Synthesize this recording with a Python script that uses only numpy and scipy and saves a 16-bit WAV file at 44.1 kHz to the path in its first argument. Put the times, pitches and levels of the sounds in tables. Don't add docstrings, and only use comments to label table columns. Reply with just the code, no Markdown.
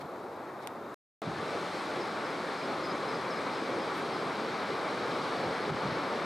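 import sys
import numpy as np
from scipy import signal
from scipy.fft import rfft, irfft
from scipy.io import wavfile
from scipy.ndimage import uniform_filter1d

SR = 44100
rng = np.random.default_rng(int(sys.argv[2]) if len(sys.argv) > 2 else 0)


def materialize(psi):
    bounded = np.clip(np.atleast_2d(psi).T, -1, 1)
    quanta = np.round(bounded * 32767).astype(np.int16)
    wavfile.write(sys.argv[1], SR, quanta)


N = 275625

BAY_END, COVE_START = .9435, 1.2185
FRAME, HOP = 1024, 256
TIME = np.arange(N) / SR
BINS = np.fft.rfftfreq(FRAME, 1 / SR)
FRAMES = np.arange(N // HOP + 5) * HOP / SR

# (frequency [Hz], relative level [dB per Hz])
ROAR_SPECTRUM = [(26, -67), (45, -57), (99, -22.5), (155, -5.5), (377, -0.5), (535, -0.5), (683, -4.5),
                 (841, -2.5), (967, -5), (1170, -2.5), (1880, -12), (2310, -11.5), (2900, -27.5),
                 (3770, -40), (6380, -120)]
# (frequency [Hz], relative level [dB per Hz])
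FOAM_SPECTRUM = [(1600, -27), (2700, -5), (3100, -2), (4100, -0.5), (5200, -7), (6300, -14), (7450, -18),
                 (8150, -16), (9500, -20.5), (11000, -27.5), (13000, -31), (15500, -39)]
# (time [s], level [dB])
COVE_SWELL = [(1.25, -39), (1.48, -36), (5.55, -34)]
# (time [s], length [s], roar gain [dB])
SURGES = [(1.56, .05, 2.5), (2.0, 0.099, 4), (2.72, .07, 2.5), (2.95, 0.051, 3.5), (3.16, .08, 2.5),
          (3.8, 0.034, 2), (5.87, 0.083, 2)]
# (time [s], length [s], foam gain [dB])
FOAM_FIZZES = [(1.7, .4, 2), (5.25, 0.52, 1.3)]
ROAR_DB, SPLASH_DB, FOAM_DB = -2, -3, -13.5
ROAR_FOLLOW, FOAM_FOLLOW = 1, 1.18
SURGE_SPLASH = 0.32
ROAR_CHURN_DB, SPLASH_CHURN_DB = .4, .35
SPRAY_DB, SPRAY_FADE_DB_PER_S = 1.26, 0.56


def cove():
    swell_db = np.interp(TIME, *np.transpose(COVE_SWELL))
    mean_db = swell_db.mean()
    growth_db = swell_db - mean_db
    surges_db = humps(SURGES)
    roar_db = mean_db + ROAR_DB + ROAR_FOLLOW * growth_db + surges_db + ROAR_CHURN_DB * churn()
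    splash_db = swell_db + SPLASH_DB + SURGE_SPLASH * surges_db + SPLASH_CHURN_DB * churn()
    foam_db = mean_db + FOAM_DB + FOAM_FOLLOW * growth_db + humps(FOAM_FIZZES)

    low_share = 1 / (1 + (BINS / 800) ** 8)
    body_db = read(ROAR_SPECTRUM, BINS)
    low_db = body_db + 10 * np.log10(low_share)
    high_db = body_db + 10 * np.log10(1 - low_share + 1e-12)
    roar = gain_of(roar_db) * water(low_db, patchy_db=1, flicker_db=0.13)
    splash = gain_of(splash_db) * water(high_db, patchy_db=0.61, flicker_db=0.3)

    treble_share = np.interp(BINS, [5000, 7000], [0, 1])
    spray_fade_db = SPRAY_DB - SPRAY_FADE_DB_PER_S * (FRAMES - COVE_START)
    foam_colour_db = read(FOAM_SPECTRUM, BINS) + spray_fade_db[:, None] * treble_share
    foam = gain_of(foam_db) * water(foam_colour_db, patchy_db=0.35, flicker_db=0.3)
    return (roar + splash + foam) * gain_of(surf_dip_db())


def surf_dip_db(start_s=5.706, scale_db=-7, fall_s=.006, recover_s=0.028):
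    since = np.maximum(TIME - start_s, 0)
    return scale_db * np.minimum(since / fall_s, 1) * np.exp(-since / recover_s)


# (frequency [Hz], relative level [dB per Hz])
BAY_SPECTRUM = [(35, -62), (60, -48.5), (93, -22), (229, -9), (355, -4), (399, -5), (762, -6.5),
                (982, -8.5), (1300, -10.5), (1880, -21), (2260, -23.5), (2980, -34.5), (3750, -29),
                (5820, -40.5), (15000, -47.5)]


def bay(level_db=-42):
    return gain_of(level_db) * water(read(BAY_SPECTRUM, BINS), patchy_db=0.76, flicker_db=0.6)


# (frequency [Hz], likeness [0 to 1])
PORT_LIKENESS = [(60, .99), (130, .999), (290, .996), (640, .97), (1410, .88), (3100, .93), (6000, .95),
                 (8000, .99), (15000, .97)]
# (frequency [Hz], level difference [dB])
PORT_BALANCE = [(60, 2), (110, -0.9), (200, -1.5), (380, 0.5), (700, 0.5), (1290, 2.0), (2380, 2.1),
                (4400, 0.58), (8120, -1.3), (15000, 0.5)]
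# (frequency [Hz], phase lead [rad])
PORT_LEAD = [(100, -0.035), (400, 0.0029), (700, 0.1), (1100, 0.26), (2000, 0.063), (3450, -0.1),
             (5250, .1), (7000, 0.05)]


def water(colour_db, patchy_db, flicker_db):
    a, b, c, d = rng.standard_normal((4, len(FRAMES), len(BINS)))
    left, unrelated = a + 1j * b, c + 1j * d
    same = np.clip(read(PORT_LIKENESS, BINS), -1, 1)
    right = same * left + np.sqrt(1 - same ** 2) * unrelated
    right = right * np.exp(-1j * read(PORT_LEAD, BINS))
    lean = gain_of(read(PORT_BALANCE, BINS) / 2)

    clumps_db = patchy_db * patches(size=(16, 12))
    flickers_db = flicker_db * patches(size=(8, 90))
    spectra = np.array([left * lean, right / lean]) * gain_of(colour_db + clumps_db + flickers_db)
    _, sound = signal.istft(spectra.swapaxes(1, 2), nperseg=FRAME, noverlap=FRAME - HOP)
    return evened(sound[:, :N])


def patches(size):
    field = rng.standard_normal((len(FRAMES), len(BINS)))
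    over_time = uniform_filter1d(field, size[0], axis=0)
    return evened(uniform_filter1d(over_time, size[1], axis=1))


def churn(rate_hz=10):
    hz = np.fft.rfftfreq(N, 1 / SR)
    weight = hz / rate_hz * np.exp(-hz / rate_hz * 2)
    return evened(irfft(rfft(rng.standard_normal(N)) * weight, N))


# (time [s], starting pitch [Hz], final pitch [Hz], first note level [dB], second note level [dB])
BIRD_CALLS = [(1.996, 5520, 5040, -55, -61), (2.236, 5450, 5030, -56.5, -59),
              (2.57, 5380, 5020, -56.5, -54.5), (2.832, 5330, 4980, -51.5, -52),
              (3.078, 5430, 4990, -54, -54), (3.298, 5850, 5080, -53, -56), (3.534, 5750, 5120, -55.5, -66),
              (3.795, 5300, 5030, -58, -66), (4.128, 5300, 5020, -58, -59)]
FIRST_NOTE_S, SECOND_NOTE_S, NOTE_STEP_S = 0.0455, 0.037, 0.057
SECOND_DROP_HZ = 110


def bird():
    out = np.zeros(N)
    for s, start_hz, end_hz, first_db, second_db in BIRD_CALLS:
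        first = note(FIRST_NOTE_S, start_hz, end_hz)
        second = note(SECOND_NOTE_S, end_hz + SECOND_DROP_HZ, end_hz)
        add(out, s, gain_of(first_db) * first)
        add(out, s + NOTE_STEP_S, gain_of(second_db) * second)
    return out


def note(length_s, start_hz, end_hz):
    progress = np.linspace(0, 1, int(length_s * SR))
    hz = end_hz + (start_hz - end_hz) * (1 - progress) ** 3
    phase = 2 * np.pi * np.cumsum(hz) / SR
    return evened(np.sin(phase) * signal.windows.tukey(len(progress), .4))


# (time [s], length [s], level [dB])
WIND_BUFFETS = [(.045, 0.028, -47), (1.283, 0.026, -33), (1.325, 0.087, -45), (1.39, 0.038, -44.5),
                (5.395, .035, -49), (5.48, 0.11, -45), (5.715, .05, -36), (5.755, 0.021, -33),
                (5.875, .06, -42), (5.922, .03, -40), (5.97, .04, -47)]
# (frequency [Hz], relative level [dB per Hz])
BUFFET_SPECTRUM = [(20, -18), (45, -20), (80, -4.5), (160, 4.5), (230, -7.5), (350, -8.5), (900, -42),
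                   (3000, -71)]
# (frequency [Hz], relative level [dB per Hz])
BREEZE_SPECTRUM = [(30, -36), (65, -21), (90, -1), (125, 3), (200, -9.5), (600, -48)]


def wind(breeze_db=-63):
    breeze = gain_of(breeze_db) * evened(coloured(rng.standard_normal(N), BREEZE_SPECTRUM))
    return breeze + bursts(WIND_BUFFETS, BUFFET_SPECTRUM, apart_db=-20)


# (time [s], peak level [dB])
CAMERA_CLICKS = [(0.673, -22.5), (.6797, -41.5)]
# (frequency [Hz], relative level [dB])
CLICK_SPECTRUM = [(300, -21), (1000, -3), (1700, 5), (2600, 4), (4200, 1), (5500, -3), (7200, 0),
                  (10000, -9.5), (15000, -15)]


def clicks(snap_s=0.00049, ring_s=0.0023, ring_db=-15):
    out = np.zeros((2, N))
    t = np.arange(1024) / SR
    decay = np.exp(-t / snap_s) + gain_of(ring_db) * np.exp(-t / ring_s)
    for s, peak_db in CAMERA_CLICKS:
        tick = coloured(port_noise(len(t), apart_db=-3.5), CLICK_SPECTRUM) * decay
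        for port, sound in zip(out, tick):
            add(port, s, gain_of(peak_db) * sound / abs(tick).max())
    return out


# (time [s], length [s], level [dB])
SOFT_RUSTLES = [(.015, 0.025, -51.5), (.632, 0.043, -55), (3.98, 0.07, -48), (5.135, .03, -61)]
# (frequency [Hz], relative level [dB per Hz])
RUSTLE_SPECTRUM = [(900, -20.5), (1700, -3.5), (2150, 0), (2800, -10), (4300, -7.5), (6500, -21),
                   (9000, -22), (11500, -20.5), (13500, -29), (15500, -35)]


def rustles():
    return bursts(SOFT_RUSTLES, RUSTLE_SPECTRUM, apart_db=-6.0)


# (frequency [Hz], relative level [dB per Hz])
HISS_SPECTRUM = [(300, 9.5), (3000, 11), (5500, 12.5), (8000, -8), (12000, 3), (15500, 1)]


def hiss(level_db=-72):
    return gain_of(level_db) * evened(coloured(rng.standard_normal((2, N)), HISS_SPECTRUM))


def bursts(rows, spectrum, apart_db):
    level = humps([(s, length, gain_of(db)) for s, length, db in rows])
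    return level * evened(coloured(port_noise(N, apart_db), spectrum))


def port_noise(count, apart_db):
    shared, apart = rng.standard_normal((2, count))
    return shared + gain_of(apart_db) * np.array([apart, -apart])


def humps(rows):
    return sum(height * np.exp(-(2 * (TIME - s) / length) ** 2) for s, length, height in rows)


def coloured(x, spectrum):
    count = x.shape[-1]
    gain = gain_of(read(spectrum, np.fft.rfftfreq(count, 1 / SR)))
    return irfft(rfft(x) * gain, count)


def read(points, hz):
    f, value = np.transpose(points)
    return np.interp(np.log(hz + 1), np.log(f + 1), value)


def gain_of(db):
    return 10 ** (np.asarray(db) / 20)


def evened(x):
    return x / np.sqrt(np.mean(x ** 2) + 1e-20)


def add(mix, s, sound):
    part = mix[max(round(s * SR), 0):][:len(sound)]
    part += sound[:len(part)]


def scene():
    in_bay = TIME < (BAY_END + COVE_START) / 2
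    surf = np.where(in_bay, bay(), cove())
    return surf + bird() + wind() + clicks() + rustles()


def record(dry, wind_cut_hz=55, edge_hz=15500):
    wind_filter = signal.butter(2, wind_cut_hz, "high", fs=SR, output="sos")
    heard = signal.sosfilt(wind_filter, dry) + hiss()
    running = (TIME < BAY_END) | (TIME > COVE_START)
    band_limit = signal.firwin(401, edge_hz, window=("kaiser", 9), fs=SR)
    return signal.oaconvolve(heard * running, band_limit[None], "same")


dry = scene()
out = record(dry)
materialize(out)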